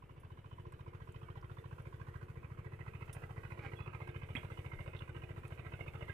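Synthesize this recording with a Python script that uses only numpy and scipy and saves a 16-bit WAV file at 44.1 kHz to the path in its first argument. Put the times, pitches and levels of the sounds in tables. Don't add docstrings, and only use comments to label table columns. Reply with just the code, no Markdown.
import sys
import numpy as np
from scipy import signal
from scipy.fft import rfft, irfft, next_fast_len
from scipy.io import wavfile
from scipy.ndimage import uniform_filter1d

SR = 44100
rng = np.random.default_rng(int(sys.argv[2]) if len(sys.argv) > 2 else 0)


def unload_wav(signal):
    wavfile.write(
        sys.argv[1],
        SR,
        np.round(np.clip(np.atleast_2d(signal).T, -1, 1) * 32767).astype(np.int16),
    )


N = 270333
TIME = np.arange(N) / SR

# (frequency [Hz], relative level [dB])
HISS_SPECTRUM = [(2000, 6), (3500, 3), (5500, -1.5), (7200, 0), (8800, 3), (10500, 1), (15000, -1)]
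# (time [s], level [dB])
HISS_LEVEL = [(0, -82.5), (1.8, -75.5), (2.6, -78.5), (3.2, -74), (4.25, -75.5), (4.42, -71), (5.1, -75.5),
              (6.13, -72)]


def amp(db):
    return 10 ** (np.asarray(db) / 20)


def unit(x):
    return x / np.sqrt(np.mean(x ** 2) + 1e-20)


def bell(x, spread):
    return np.exp(-.5 * (x / spread) ** 2)


def wander(samples):
    return unit(uniform_filter1d(rng.standard_normal(N), size=samples))


def curve(rows):
    return np.interp(TIME, *np.transpose(rows))


def colour(x, points):
    hz, db = np.transpose(points)
    size = next_fast_len(N + 4096)
    f = np.fft.rfftfreq(size, 1 / SR)
    gain = amp(np.interp(np.log(f + 1), np.log(hz), db)) / np.maximum(f / hz[-1], 1) ** 2
    return irfft(rfft(x, size) * gain, size)[..., :N]


def ring(x, hz, width):
    r = np.exp(-np.pi * width / SR)
    return signal.lfilter([1 - r, 0, r - 1], [1, -2 * r * np.cos(2 * np.pi * hz / SR), r * r], x)


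def body(x, modes):
    return unit(sum(amp(db) * ring(x, hz, width) for hz, width, db in modes))


def clicks(times, sizes):
    at = np.round(times * SR).astype(int)
    inside = (at >= 0) & (at < N)
    return np.bincount(at[inside], sizes[inside], N)


def swing(centre, spread, hz, sag=0, crest=0):
    t = np.arange(SR // 16) / SR - centre
    return bell(t, spread) * np.cos(2 * np.pi * (hz * (t - crest) - .5 * sag * (t - crest) ** 2))


def struck(start, db, hz, decay, rise=.00026):
    t = np.arange(SR // 8) / SR
    blow = amp(db) * np.exp(-t / decay) * (1 - np.exp(-t / rise)) * np.sin(2 * np.pi * hz * t)
    return np.pad(blow, (round(start * SR), N))[:N]


def swell(centre, spread, hz, slide, db):
    t = TIME - centre
    return amp(db) * bell(t, spread) * np.sin(2 * np.pi * (hz * TIME + .5 * slide * t ** 2))


def pair(x, left_db, lag=0):
    return np.array([amp(left_db) * np.interp(TIME - lag, TIME, x), x])


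def flutter(x, depth_db):
    bands = signal.stft(x, nperseg=1024, noverlap=768)[2]
    drift = rng.standard_normal(bands.shape)
    for _ in range(2):
        drift = uniform_filter1d(uniform_filter1d(drift, size=3, axis=0), size=11, axis=1)
    gain = amp(depth_db * np.clip(unit(drift), -2, 2))
    return signal.istft(bands * gain, nperseg=1024, noverlap=768)[1][:N]


def turned(x, heading, spectra):
    shares = [np.sqrt(np.maximum(1 - abs(heading - k), 0)) for k in range(len(spectra))]
    return sum(share * amp(db) * unit(colour(x, points)) for share, (points, db) in zip(shares, spectra))


def firings(first_cycle=.2994, jitter_s=.00017):
    # (time [s], firing rate [1/s])
    speed = [(0, 14.266), (.55, 14.311), (2.7, 13.789), (3.2, 14.066), (4.3, 14.038), (4.75, 13.883),
             (5.3, 14.012), (6.13, 13.84)]
    cycles = np.cumsum(curve(speed)) / SR - first_cycle
    times = np.interp(np.arange(int(cycles[-1]) + 1), cycles, TIME)
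    times = np.r_[2 * times[0] - times[1], times]
    return times + jitter_s * rng.standard_normal(len(times))


def uneven(times, spread_db):
    return amp(spread_db * rng.standard_normal(len(times)))


def bursts(times, exhaust_delay=.01595):
    knock_rise, knock_decay = .0006, .03
    exhaust_rise, exhaust_decay, tail_decay = .0014, .0068, .065
    t = np.arange(SR // 5) / SR
    late = np.maximum(t - exhaust_delay, 0)
    knock = .58 * np.exp(-t / knock_decay) * (1 - np.exp(-t / knock_rise))
    exhaust = np.hypot(1.4 * np.exp(-late / exhaust_decay), .27 * np.exp(-late / tail_decay))
    exhaust *= 1 - np.exp(-late / exhaust_rise)
    train = clicks(times, uneven(times, spread_db=1.1))
    power = signal.oaconvolve(train, knock ** 2 + exhaust ** 2)[:N]
    return unit(np.sqrt(np.maximum(power, 0)))


def piston_knock(times, gate, heading, shade):
    # (delay [s], spread [s], pitch [Hz], relative level [dB], extra in shade [dB])
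    blows = [(.0022, .0011, 1340, -2, -6), (.0066, .0024, 1015, 0, 5), (.0105, .0013, 1430, -8, -2)]
    # (frequency [Hz], width [Hz], gain [dB])
    block_modes = [(1002, 40, 8), (1330, 38, -20)]
    slaps = np.zeros(N)
    for delay, spread, hz, db, shade_db in blows:
        train = clicks(times, uneven(times, spread_db=1.6))
        slaps += amp(db + shade_db * shade) * signal.oaconvolve(train, swing(delay, spread, hz))[:N]
    block = body(gate * rng.standard_normal(N), block_modes)
    dip = bell(heading - 1, spread=.37)
    knock = amp(.5 * shade - 2.5 * dip) * unit(unit(slaps) + .3 * block)
    return pair(knock, left_db=-6 - 14 * dip, lag=.00033)


def exhaust_pipe(times, gate):
    # (delay [s], gain [ratio])
    puffs = [(.0002, 0.63), (.0085, 0.61), (0.0175, 1), (0.0313, 0.9), (.0445, 0.22), (0.0597, 0.77)]
    # (frequency [Hz], width [Hz], gain [dB])
    pipe_modes = [(360, 26, 1.5), (446, 48, -1.5), (547, 60, -9)]
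    pulses = unit(sum(clicks(times + delay, gain * uneven(times, spread_db=2)) for delay, gain in puffs))
    turbulence = .35 * (gate + 1) * rng.standard_normal(N)
    ringing = body(flutter(pulses + turbulence, depth_db=1.5), pipe_modes)
    spectrum = [(100, -22), (250, -7), (330, 1.5), (520, 2.5), (700, -22.5), (1200, -14)]
    return pair(unit(colour(ringing, spectrum)), left_db=.5, lag=.00049)


def grit(times, alike, count=12):
    last_firing = times[np.searchsorted(times, TIME, "right") - 1]
    age = ((TIME - last_firing) * SR).astype(int)
    patterns = rng.standard_normal((count + 1, SR // 10))
    place = TIME / (N / SR) * count
    k, angle = place.astype(int), place % 1 * np.pi / 2
    repeating = np.cos(angle) * patterns[k, age] + np.sin(angle) * patterns[k + 1, age]
    return np.sqrt(alike) * repeating + np.sqrt(1 - alike) * rng.standard_normal(N)


def clatter(times, gate, heading, shade, lag, shade_db=-16):
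    # (frequency [Hz], relative level [dB])
    right_away = [(200, -14), (400, -6), (660, -4), (880, -3.5), (1060, 3), (1200, 2), (1480, 3.5),
                  (1720, -7), (1900, -3), (2150, -2), (2500, -5), (2800, -6), (3000, -3), (3150, -9),
                  (3550, -10), (4200, -20), (7000, -31)]
    right_oblique = [(200, -19), (400, 2), (650, -3.5), (1000, 6.5), (1400, 3.5), (1600, 6.5), (1790, -1),
                     (1920, 8.5), (2150, -2), (2400, -6), (2580, 1.5), (2850, -25.5), (3100, -18.5),
                     (3400, -22.5), (4200, -32)]
    right_toward = [(200, -22), (400, -0.5), (700, -0.5), (1150, -10), (1310, 8.5), (1450, -5.5), (1600, 3),
                    (1780, -17), (1930, 0), (2120, 9.5), (2350, 0.5), (2550, 4), (2800, 1), (2950, 2.5),
                    (3250, -14.5), (3850, -15), (4300, -26.5)]
    # (frequency [Hz], relative level [dB])
    left_away = [(200, -5), (550, 1), (850, -1), (1300, 0), (1700, -4), (2000, -3), (2600, -10), (2900, -9),
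                 (3100, -17), (4200, -20), (7000, -30)]
    left_oblique = [(200, 4), (550, 15), (750, 0.5), (1200, 10), (1400, 6), (1580, -3), (1800, -5.5),
                    (2000, 1), (2200, -13), (2600, -12), (2800, -37), (4200, -12), (7000, -17)]
    left_toward = [(200, -8), (550, 20), (750, 11), (1250, 4), (1500, -1), (1950, 0), (2150, 5), (2300, 2),
                   (2550, -18), (3000, -28), (4200, -25), (7000, -22)]
    # (time [s], gain [dB])
    balance = [(0, -1.5), (1.7, -5.5), (2.4, -5.5), (2.7, -9), (2.9, -4.5), (3.5, -3.5), (4.15, -10.5),
               (4.8, -8), (5.25, -9.5), (5.45, -11.5), (5.65, -9.5), (5.82, -7.5), (6, -7.5), (6.13, -5.5)]
    near_side = flutter(gate * grit(times, alike=.6), depth_db=4.5)
    far_side = flutter(gate * grit(times, alike=.35), depth_db=4.5)
    delayed = np.interp(TIME - lag, TIME, .56 * near_side + .86 * far_side)
    left = turned(delayed, heading, [(left_away, -3), (left_oblique, -7.5), (left_toward, -8.5)])
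    right = turned(near_side, heading, [(right_away, 4.8), (right_oblique, .9), (right_toward, 1.3)])
    return amp(curve(balance) + shade_db * shade) * np.array([left, right])


def panel_pings(times, gate, heading, lag, delay=.019):
    # (pitch [Hz], width [Hz], relative level [dB], clearest heading [0-2], spread [same])
    panels = [(2980, 33, -23.5, 0.18, 0.11), (3140, 30, -23.5, 0.42, 0.047), (3580, 38, -34, 0.48, 0.075),
              (3600, 33, -29.5, 1.834, 0.1)]
    out = np.zeros(N)
    for hz, width, db, clearest, spread in panels:
        blows = unit(clicks(times + delay, uneven(times, spread_db=2)))
        blows += .22 * gate * rng.standard_normal(N)
        ping = unit(ring(ring(blows, hz, width), hz, 3 * width))
        out += amp(db) * bell(heading - clearest, spread) * ping
    return pair(out, left_db=-21, lag=lag)


def exhaust_thump(times, lag):
    # (delay [s], gain [ratio])
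    paths = [(0, 0.73), (0.012, 0.04), (0.0228, 0.14), (0.0414, 0.085)]
    force = uneven(times, spread_db=.5)
    train = sum(clicks(times + delay, gain * force) for delay, gain in paths)
    puff = swing(centre=.0222, spread=.005, hz=110, sag=3000, crest=.0011)
    return pair(unit(signal.oaconvolve(train, puff)[:N]), left_db=0, lag=lag)


def engine(clear_heading=1.74):
    # (time [s], base level [dB])
    loudness = [(0, -57.5), (.7, -52), (1.8, -49.5), (3.3, -49), (4, -47.5), (5.3, -49), (6.13, -48)]
    # (time [s], heading [0 away, 1 oblique, 2 facing the engine])
    aim = [(0, 0.086), (1.3, 0.39), (2.0, 0.72), (2.7, 1.29), (3.4, 1.14), (4.2, 1.89), (6.13, 1.81)]
    heading = curve(aim)
    shade = np.maximum(1 - heading / clear_heading, 0)
    lag = np.linspace(.00038, .00012, N)
    times = firings()
    gate = bursts(times)
    pipe = amp(-12) * exhaust_pipe(times, gate)
    knock = amp(-11.5) * piston_knock(times, gate, heading, shade)
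    rasp = clatter(times, gate, heading, shade, lag)
    pings = panel_pings(times, gate, heading, lag)
    thump = amp(-.6) * exhaust_thump(times, lag)
    return amp(curve(loudness)) * (knock + pipe + rasp + pings + thump)


def field_air():
    # (frequency [Hz], relative level [dB])
    air_spectrum = [(10, -15), (25, -10), (45, -2), (80, -.5), (160, -10), (250, -16), (400, -18),
                    (700, -25), (1500, -29), (3000, -33.5), (5000, -65)]
    shared, own, fine = rng.standard_normal(N), rng.standard_normal((2, N)), rng.standard_normal((2, N))
    air = amp(np.linspace(-60.5, -56, N)) * unit(colour(shared + .35 * own, air_spectrum))
    rustle_db = 1.5 * wander(samples=1300)
    hiss = amp(curve(HISS_LEVEL) + rustle_db) * unit(colour(fine, HISS_SPECTRUM))
    return air * amp([[1], [-1]]) + hiss * amp([[-3.5], [0]])


def crackle(most_per_s=40, db=-89, decay=.0049):
    hiss_db = curve(HISS_LEVEL)
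    busy = amp(hiss_db - hiss_db.max())
    sizes = amp(2.2 * np.minimum(rng.exponential(1, N), 3))
    hits = rng.random(N) < busy * most_per_s / SR
    fade = signal.oaconvolve(sizes * hits * busy, np.exp(-np.arange(SR // 20) / SR / decay))[:N]
    return amp(db) * unit(colour(fade * rng.standard_normal((2, N)), HISS_SPECTRUM)) * amp([[-3], [0]])


def ticks(width_share=.26, rise=.0012):
    # (time [s], level before colouring [dB], pitch [Hz], decay [s], left against right [dB])
    taps = [(.198, -67.5, 10700, 0.02, -13), (.7215, -64, 8300, 0.0029, 8.5),
            (1.1215, -71, 8050, 0.0024, 16), (1.4115, -60, 4900, 0.0032, -5),
            (1.8205, -59, 10500, 0.0025, -17), (3.128, -46, 9490, 0.013, -9),
            (4.076, -62, 9500, 0.0044, -3), (4.963, -51.5, 3750, 0.0096, -13),
            (4.989, -46, 3400, 0.0044, -21), (5.094, -77, 8000, 0.0035, 13), (5.479, -55, 9060, 0.0036, -8)]
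    t = np.arange(SR // 6) / SR
    out = np.zeros((2, N))
    for start, db, hz, decay, left_db in taps:
        noise = rng.standard_normal(len(t))
        tone = unit(ring(ring(noise, hz, width_share * hz), hz, width_share * hz))
        crack = min(hz / 9000, 1) ** 2 * noise
        fade = np.exp(-t / decay) * (1 - np.exp(-t / rise))
        tick = amp(db) * unit((tone + crack) * fade) * np.sqrt(np.mean(fade ** 2))
        part = out[:, round(start * SR):][:, :len(t)]
        part += amp([[left_db], [0]]) * tick[:part.shape[1]]
    return colour(out, [(1500, -16), (3500, 2), (4300, -11), (5500, -.5), (16000, -2.5)])


def clacks():
    # (time [s], level [dB], pitch [Hz])
    strokes = [(0.805, -58, 3000), (1.019, -59, 3100), (1.23, -62, 3270), (1.373, -46, 810),
               (1.582, -54.5, 3565), (1.724, -48.5, 1580), (1.799, -53, 1566), (2.012, -42.5, 1605),
               (2.155, -42.5, 1595), (2.806, -39, 2043), (3.02, -42, 2070), (3.235, -40, 2000),
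               (3.448, -44, 1476), (5.09, -43, 1510), (5.235, -40.5, 2504), (5.739, -41, 1477),
               (5.806, -34, 2148), (5.877, -37, 2563), (6.094, -32.5, 1620)]
    return pair(sum(struck(*stroke, decay=.0079, rise=.0027) for stroke in strokes), left_db=-24)


def chirps():
    # (centre [s], spread [s], pitch [Hz], slide [Hz/s], level [dB])
    notes = [(0.898, 0.019, 2380, -2000, -72), (1.283, 0.019, 2235, -2000, -63),
             (2.172, 0.033, 1957, 0, -66), (3.776, 0.0091, 3350, 0, -56.5), (3.832, 0.024, 3390, 0, -63.5)]
    return pair(sum(swell(*note) for note in notes), left_db=-23)


def squawk(centre=3.652, hz=808, sag_hz_per_s=530, db=-51):
    harmonics = [0, -0.5, -5.5]
    t = TIME - centre
    pitch = (hz - sag_hz_per_s * t) * (1 + .035 * wander(samples=100))
    phase = 2 * np.pi * np.cumsum(pitch) / SR
    tone = unit(sum(gain * np.sin(k * phase) for k, gain in enumerate(amp(harmonics), 1)))
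    tone *= bell(t, spread=.015)
    rasp_spectrum = [(150, -10), (280, -1), (900, -21), (1300, -11), (1800, -12), (2050, -7),
                     (2370, 1), (2650, -22), (4500, -33)]
    rasp = amp(1) * unit(colour(rng.standard_normal(N), rasp_spectrum)) * bell(t, spread=.035)
    return amp(db) * (pair(tone, left_db=-6.5) + pair(rasp, left_db=-10))


def sizzle(hz=8430, width=490):
    # (time [s], level [dB])
    level = [(4.1, -115), (4.45, -89), (5.0, -96), (5.6, -95), (5.9, -115)]
    band = ring(ring(rng.standard_normal(N), hz, width), hz, width)
    broken = amp(5 * np.clip(wander(samples=3000), -3, 1))
    return pair(amp(curve(level)) * unit(band * broken), left_db=6)


def snap(crunch_decay=.026, scatter_decay=.024, edge_decay=.034):
    # (time [s], level before colouring [dB], pitch [Hz], rise [s])
    blows = [(4.352, -31.5, 2020, 0.00025), (4.3545, -37, 2270, 0.0026), (4.3576, -35.5, 2590, .0004),
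             (4.366, -28, 3284, 0.0021), (4.366, -43.5, 890, 0.0012)]
    start = blows[0][0]
    age = TIME - start
    rings = sum(struck(at, db, hz, decay=.0035, rise=rise) for at, db, hz, rise in blows)
    grain_spectrum = [(100, -16), (290, -8), (600, -13), (1500, 6), (2300, 18), (2800, 9),
                      (3250, 2), (3800, -8), (4500, -22)]
    grain = unit(colour(rng.standard_normal(N), grain_spectrum))
    crunch = amp(-42) * grain * (age > 0) * np.exp(-abs(age) / crunch_decay)
    thud = struck(start, db=-36, hz=248, decay=.0062)
    direct = pair(rings + crunch, left_db=-18) + thud
    t = np.arange(SR // 12) / SR
    scatter = rng.standard_normal((2, len(t))) * np.exp(-t / scatter_decay)
    reflected = signal.oaconvolve(direct, scatter / np.linalg.norm(scatter[0]), axes=1)[:, :N]
    crisp = unit(colour(rng.standard_normal((2, N)), [(6000, -16), (7600, 5), (11000, 1), (15000, -5)]))
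    edge = amp(-66) * crisp * (age > 0) * np.exp(-abs(age) / edge_decay)
    return colour(direct + amp(-8) * reflected, [(3500, 2.5), (4800, -3), (9000, -18)]) + edge


def air_bump():
    return pair(swell(centre=4.79, spread=.024, hz=34, slide=0, db=-55), left_db=8)


def scene():
    diesel = engine() + clacks()
    nearby = field_air() + ticks() + crackle() + sizzle() + snap() + air_bump()
    return diesel + nearby + chirps() + squawk()


def record(dry, edge_hz=15500):
    lowpass = signal.firwin(511, edge_hz, window=("kaiser", 9), fs=SR)
    return signal.oaconvolve(dry, lowpass[None], "same")


dry = scene()
out = record(dry)
unload_wav(out)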